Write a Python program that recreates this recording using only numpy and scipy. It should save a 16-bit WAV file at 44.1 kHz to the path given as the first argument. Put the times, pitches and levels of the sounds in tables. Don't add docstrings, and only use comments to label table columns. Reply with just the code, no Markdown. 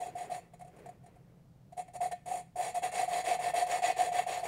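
import sys
import numpy as np
from scipy import signal
from scipy.fft import rfft, irfft, next_fast_len
from scipy.io import wavfile
from scipy.ndimage import uniform_filter1d

SR = 44100
rng = np.random.default_rng(int(sys.argv[2]) if len(sys.argv) > 2 else 0)


def inscribe(sig):
    pcm = np.round(np.clip(np.atleast_2d(sig).T, -1, 1) * 32767)
    wavfile.write(sys.argv[1], SR, pcm.astype(np.int16))


N = 197423
TIME = np.arange(N) / SR
FFT_SIZE = 2 * next_fast_len(N)
FREQ = np.maximum(np.arange(FFT_SIZE // 2 + 1) * SR / FFT_SIZE, 1)


# (frequency [Hz], gain [dB])
GRIT_EQ = [(2500, -29.5), (4500, -17), (5600, -15), (6400, -6.5), (7300, -3.5), (8400, -5), (9400, 4),
           (9900, -1.5), (10600, -4), (11100, 1), (11600, -11), (12500, -9), (13200, -32), (15700, -28)]
# (frequency [Hz], gain [dB])
RASP_EQ = [(700, -25), (950, 0.5), (1150, 1.5), (1400, -6), (1700, -1), (2150, -2), (2650, -3.5),
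           (2900, -9), (3300, -6), (4000, -14.5), (4700, -13.5), (6200, -13), (8000, -16), (11000, -28.5)]
def grinding(fine, coarse):
    body = metal()
    judder = undb(1.4 * walk(rate=170))
    grit = through(fine * judder * grains(per_s=6000, spread_db=0), unit(colour(GRIT_EQ) * body))
    rasp = through(coarse * judder * grains(per_s=3000, spread_db=2.0), unit(colour(RASP_EQ) * body))
    return undb(-1.9) * grit + undb(1.26) * rasp


# (frequency [Hz], width [Hz], gain over the broad spectrum [dB])
METAL_MODES = [(1808, 40, 5), (2005, 37, 8), (2183, 77, 6), (2237, 14, 9), (2330, 20, 5), (2515, 35, 8),
               (2702, 92, 5), (3136, 240, 4), (3351, 51, 10), (3711, 113, 10), (4077, 27, 20),
               (4259, 14, 8), (4406, 20, 15), (4564, 163, 11), (5151, 82, 5), (5704, 164, 4), (6318, 75, 2),
               (6868, 97, 16), (7312, 21, 9), (7571, 133, 8), (8023, 154, 6), (8469, 370, 7),
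               (9303, 112, 3), (9596, 30, 6), (10215, 30, 4), (12050, 80, 0), (12680, 80, 3)]
def metal():
    ring = 1 + sum(undb(db) * mode(hz, width) for hz, width, db in METAL_MODES)
    shimmer = unit(rfft(tail(t60_s=.06), FFT_SIZE))
    return ring * (1 + undb(-11) * shimmer)


# (start [s], length [s], fastest point [share of length], grit drive [dB],
# rasp drive over grit [dB], chatter drive on breaking free [dB])
PALM_STROKES = [ (0.0, 0.11, 0.087, -54, -1, -37.5), (0.15, 0.13, 0.43, -55.5, 0, -31.5),
                (.296, 0.11, 0.3, -53, -1, -34.5), (1.767, 0.065, .35, -54.5, -4.5, -38),
                (1.932, 0.043, 0.81, -53, -5, -53), (2.004, 0.091, 0.2, -47, -4, -24.5),
                (2.111, .026, 0.48, -49, -2, -30), (2.256, 0.17, 0.42, -49, -4, -44),
                (2.556, 0.17, 0.43, -44.5, -3, -30.5), (2.741, 0.063, 0.29, -46, -2.5, -35),
                (2.817, 0.084, 0.32, -47, 1.5, -42), (2.914, .16, 0.52, -45, 0, -50),
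                (3.076, 0.16, 0.59, -45.5, 2, -25.5), (3.239, 0.14, 0.4, -43.5, 2.5, -31),
                (3.388, .142, 0.52, -47.5, 4.5, -27), (3.535, 0.12, 0.38, -42.5, 2.5, -23),
                (3.663, 0.15, 0.47, -45, 3.5, -29), (3.818, 0.12, 0.48, -44, 4.5, -24.5),
                (3.961, 0.15, 0.31, -45.5, 3, -39.5), (4.115, 0.13, .48, -46, 4.5, -25.5),
                (4.263, 0.17, 0.29, -47, 3, -28.5), (4.428, 0.11, 0.39, -46.5, 2, -28)]
def strokes(attack_s=.004, release_s=0.0074):
    fine, coarse = np.zeros(N), np.zeros(N)
    for start, length, fastest, grit_db, rasp_db, _ in PALM_STROKES:
        now = (TIME >= start) & (TIME < start + length + 10 * release_s)
        age = TIME[now] - start
        arc = np.sin(np.pi * np.interp(age / length, [0, np.clip(fastest, .1, .9), 1], [0, .5, 1]))
        edge_speed = np.interp(age, [0, length], [0.34, 0.098])
        speed = arc + (1 - arc) * edge_speed
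        turning = np.minimum(age / attack_s, 1) * np.exp(-np.maximum(age - length, 0) / release_s)
        fine[now] += undb(grit_db) * turning * speed ** 1.08
        coarse[now] += undb(grit_db + rasp_db) * turning * speed ** 1.44
    return fine, coarse


def travel(x, depth_db, rate):
    centres = np.log(np.geomspace(1000, 13000, num=9))
    bands = (np.interp(np.log(FREQ), centres, row) for row in np.eye(len(centres)))
    spectrum = rfft(x, FFT_SIZE)
    return sum(irfft(spectrum * band)[:N] * undb(depth_db * walk(rate)) for band in bands)


VALVE_HZ, VALVE_WIDTH_HZ = 717.8, 25.5
def chatter(load, rise_s, wander):
    envelope = np.zeros(N)
    for start, db in catches(load):
        near = slice(*np.searchsorted(TIME, [start - rise_s, start + 20 * rise_s]))
        age = TIME[near] - start
        choke = 1 - 0.36 * np.exp(-(age / 0.0023) ** 2)
        envelope[near] = np.maximum(envelope[near] * choke, undb(db) * swell(age, rise_s, sharp=1.31))
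    hz = VALVE_HZ * (1 + wander * walk(rate=110))
    return undb(-1.0) * envelope * np.sin(2 * np.pi * np.cumsum(hz) / SR)


# (time [s], chatter drive [dB])
HARD_CATCHES = [(.027, -35), (.206, -31.5), (0.314, -30), (.343, -32), (1.774, -30.5), (1.787, -29.5),
                (1.952, -38), (2.01, -24.5), (2.053, -25), (2.118, -29), (2.309, -27.5), (2.337, -27.5),
                (2.598, -26), (2.769, -28.5), (2.837, -28), (2.954, -31), (2.992, -22.5), (3.028, -22),
                (3.27, -23.5), (3.309, -20.5), (3.349, -24), (3.44, -27), (3.456, -22.5), (3.576, -23.5),
                (3.62, -21.5), (3.721, -24), (3.837, -20), (3.898, -19), (3.987, -21.5), (4.004, -19),
                (4.155, -25.5), (4.186, -19.5), (4.317, -26.5)]
def catches(load, light_per_s=40):
    count = int(N / SR * light_per_s)
    jitter, size = rng.random((count, 2)).T
    times = (np.arange(count) + jitter) / light_per_s
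    load_db = 20 * np.log10(np.interp(times, TIME, load) + 1e-9)
    light_db = -35.5 + load_db + 2 * (2 * size - 1)
    cued = [(row[0], row[-1]) for row in PALM_STROKES + HARD_CATCHES + GRAIN_TICKS]
    return sorted(cued + list(zip(times, light_db)))


def rocking(load):
    drag = load * grains(per_s=2500, spread_db=1.5)
    head = colour([(150, -63.5), (260, -15), (340, -11.0), (450, 0.5), (560, 1), (720, 5.5),
                   (900, -4.5), (1100, -15.5), (1500, -30.0)])
    ring = mode(VALVE_HZ, VALVE_WIDTH_HZ) * mode(VALVE_HZ, 190)
    return undb(-47.5) * unit(through(drag, head)) + undb(-44.0) * unit(through(drag, ring))


# (time [s], grit drive [dB], chatter drive [dB])
GRAIN_TICKS = [(0.534, -60.5, -50), (0.592, -62.5, -54), (.608, -56, -47), (0.645, -64, -45),
               (0.672, -63, -54), (0.761, -68, -64), (.786, -66, -55), (.858, -56.5, -40),
               (.886, -59.5, -41.5), (1.034, -73, -52), (1.059, -63.5, -52), (1.157, -72.5, -62),
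               (1.721, -62, -46.5), (1.878, -62, -62)]
def ticks():
    return sum(undb(db) * swell(TIME - start, rise_s=0.0053) for start, db, _ in GRAIN_TICKS)


# (time [s], level [dB])
PALM_RUB = [(0, -60.5), (.36, -57.5), (.5, -70.5), (.66, -65.5), (.81, -59.5), (0.949, -66.5), (1.33, -69),
            (1.5, -90)]
def palms():
    times, db = np.transpose(PALM_RUB)
    skin = colour([(120, -24), (280, 1.0), (420, 7), (540, 2.5), (800, -4.5), (1200, -11.0),
                   (2200, -11.5), (3500, -25.5), (7000, -31), (14000, -33)])
    grip_db = 2.3 * walk(rate=30)
    creep = grains(per_s=4000, spread_db=1.0) * undb(np.interp(TIME, times, db) + grip_db)
    return through(creep, unit(skin))


def room(x, t60_s, wet_db):
    reflections = rfft(tail(t60_s) * (TIME > .004), FFT_SIZE)
    tone = colour([(300, -5.5), (700, -11.5), (2200, 2.0), (5000, -3.5), (10000, -8)])
    return x + undb(wet_db) * through(x, unit(reflections * tone))


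# (frequency [Hz], gain [dB])
WORKSHOP_EQ = [(20, -16), (50, -7.5), (72, -7), (95, -8), (150, -4.5), (240, -14), (400, -19), (700, -20.5),
               (1000, -28.5), (2000, -36.5), (4000, -40), (15000, -46.5)]
def workshop():
    air = unit(through(rng.standard_normal(N), colour(WORKSHOP_EQ)))
    drone = unit(through(rng.standard_normal(N), mode(134, 33.4) ** 2 + mode(164.2, 29.0) ** 2))
    return undb(-63.5) * air + undb(-61.5) * drone


def grains(per_s, spread_db):
    happens = rng.random(N) < per_s / SR
    size = undb(spread_db * np.minimum(rng.standard_normal(N), 2))
    return unit(happens * size * rng.choice([-1, 1], N))


def swell(age_s, rise_s, sharp=1):
    age = np.clip(age_s / rise_s, 0, 100)
    return (age * np.exp(1 - age)) ** sharp


def tail(t60_s):
    return rng.standard_normal(N) * undb(-60 * TIME / t60_s)


def walk(rate):
    hold = max(int(SR / rate), 1)
    steps = np.repeat(rng.standard_normal(N // hold + 1), hold)
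    return unit(uniform_filter1d(steps, hold)[:N])


def mode(hz, width_hz):
    return 1 / (1 + 1j * (FREQ / hz - hz / FREQ) * hz / width_hz)


def colour(points):
    hz, db = np.transpose(points)
    gain = undb(np.interp(np.log(FREQ), np.log(hz), db))
    cepstrum = irfft(np.log(gain))
    cepstrum[1:FFT_SIZE // 2] *= 2
    cepstrum[FFT_SIZE // 2 + 1:] = 0
    return np.exp(rfft(cepstrum))


def through(x, response):
    return irfft(rfft(x, FFT_SIZE) * response)[:N]


def undb(db):
    return 10 ** (np.asarray(db) / 20)


def unit(x):
    return x / np.sqrt(np.mean(np.abs(x) ** 2))


def scene():
    fine, coarse = strokes()
    cracks = ticks()
    fine += undb(-3.5) * cracks
    coarse += undb(-6.0) * cracks
    load = unit((fine * coarse) ** 0.42)
    valve = travel(grinding(fine, coarse), depth_db=1.22, rate=16)
    valve += rocking(load)
    valve += chatter(load, rise_s=0.0077, wander=0.017)
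    return (room(valve, t60_s=0.33, wet_db=-13.5) + palms() + workshop())[None]


def record(dry):
    return signal.sosfilt(signal.ellip(12, .2, 70, 15750, fs=SR, output="sos"), dry)


dry = scene()
out = record(dry)
inscribe(out)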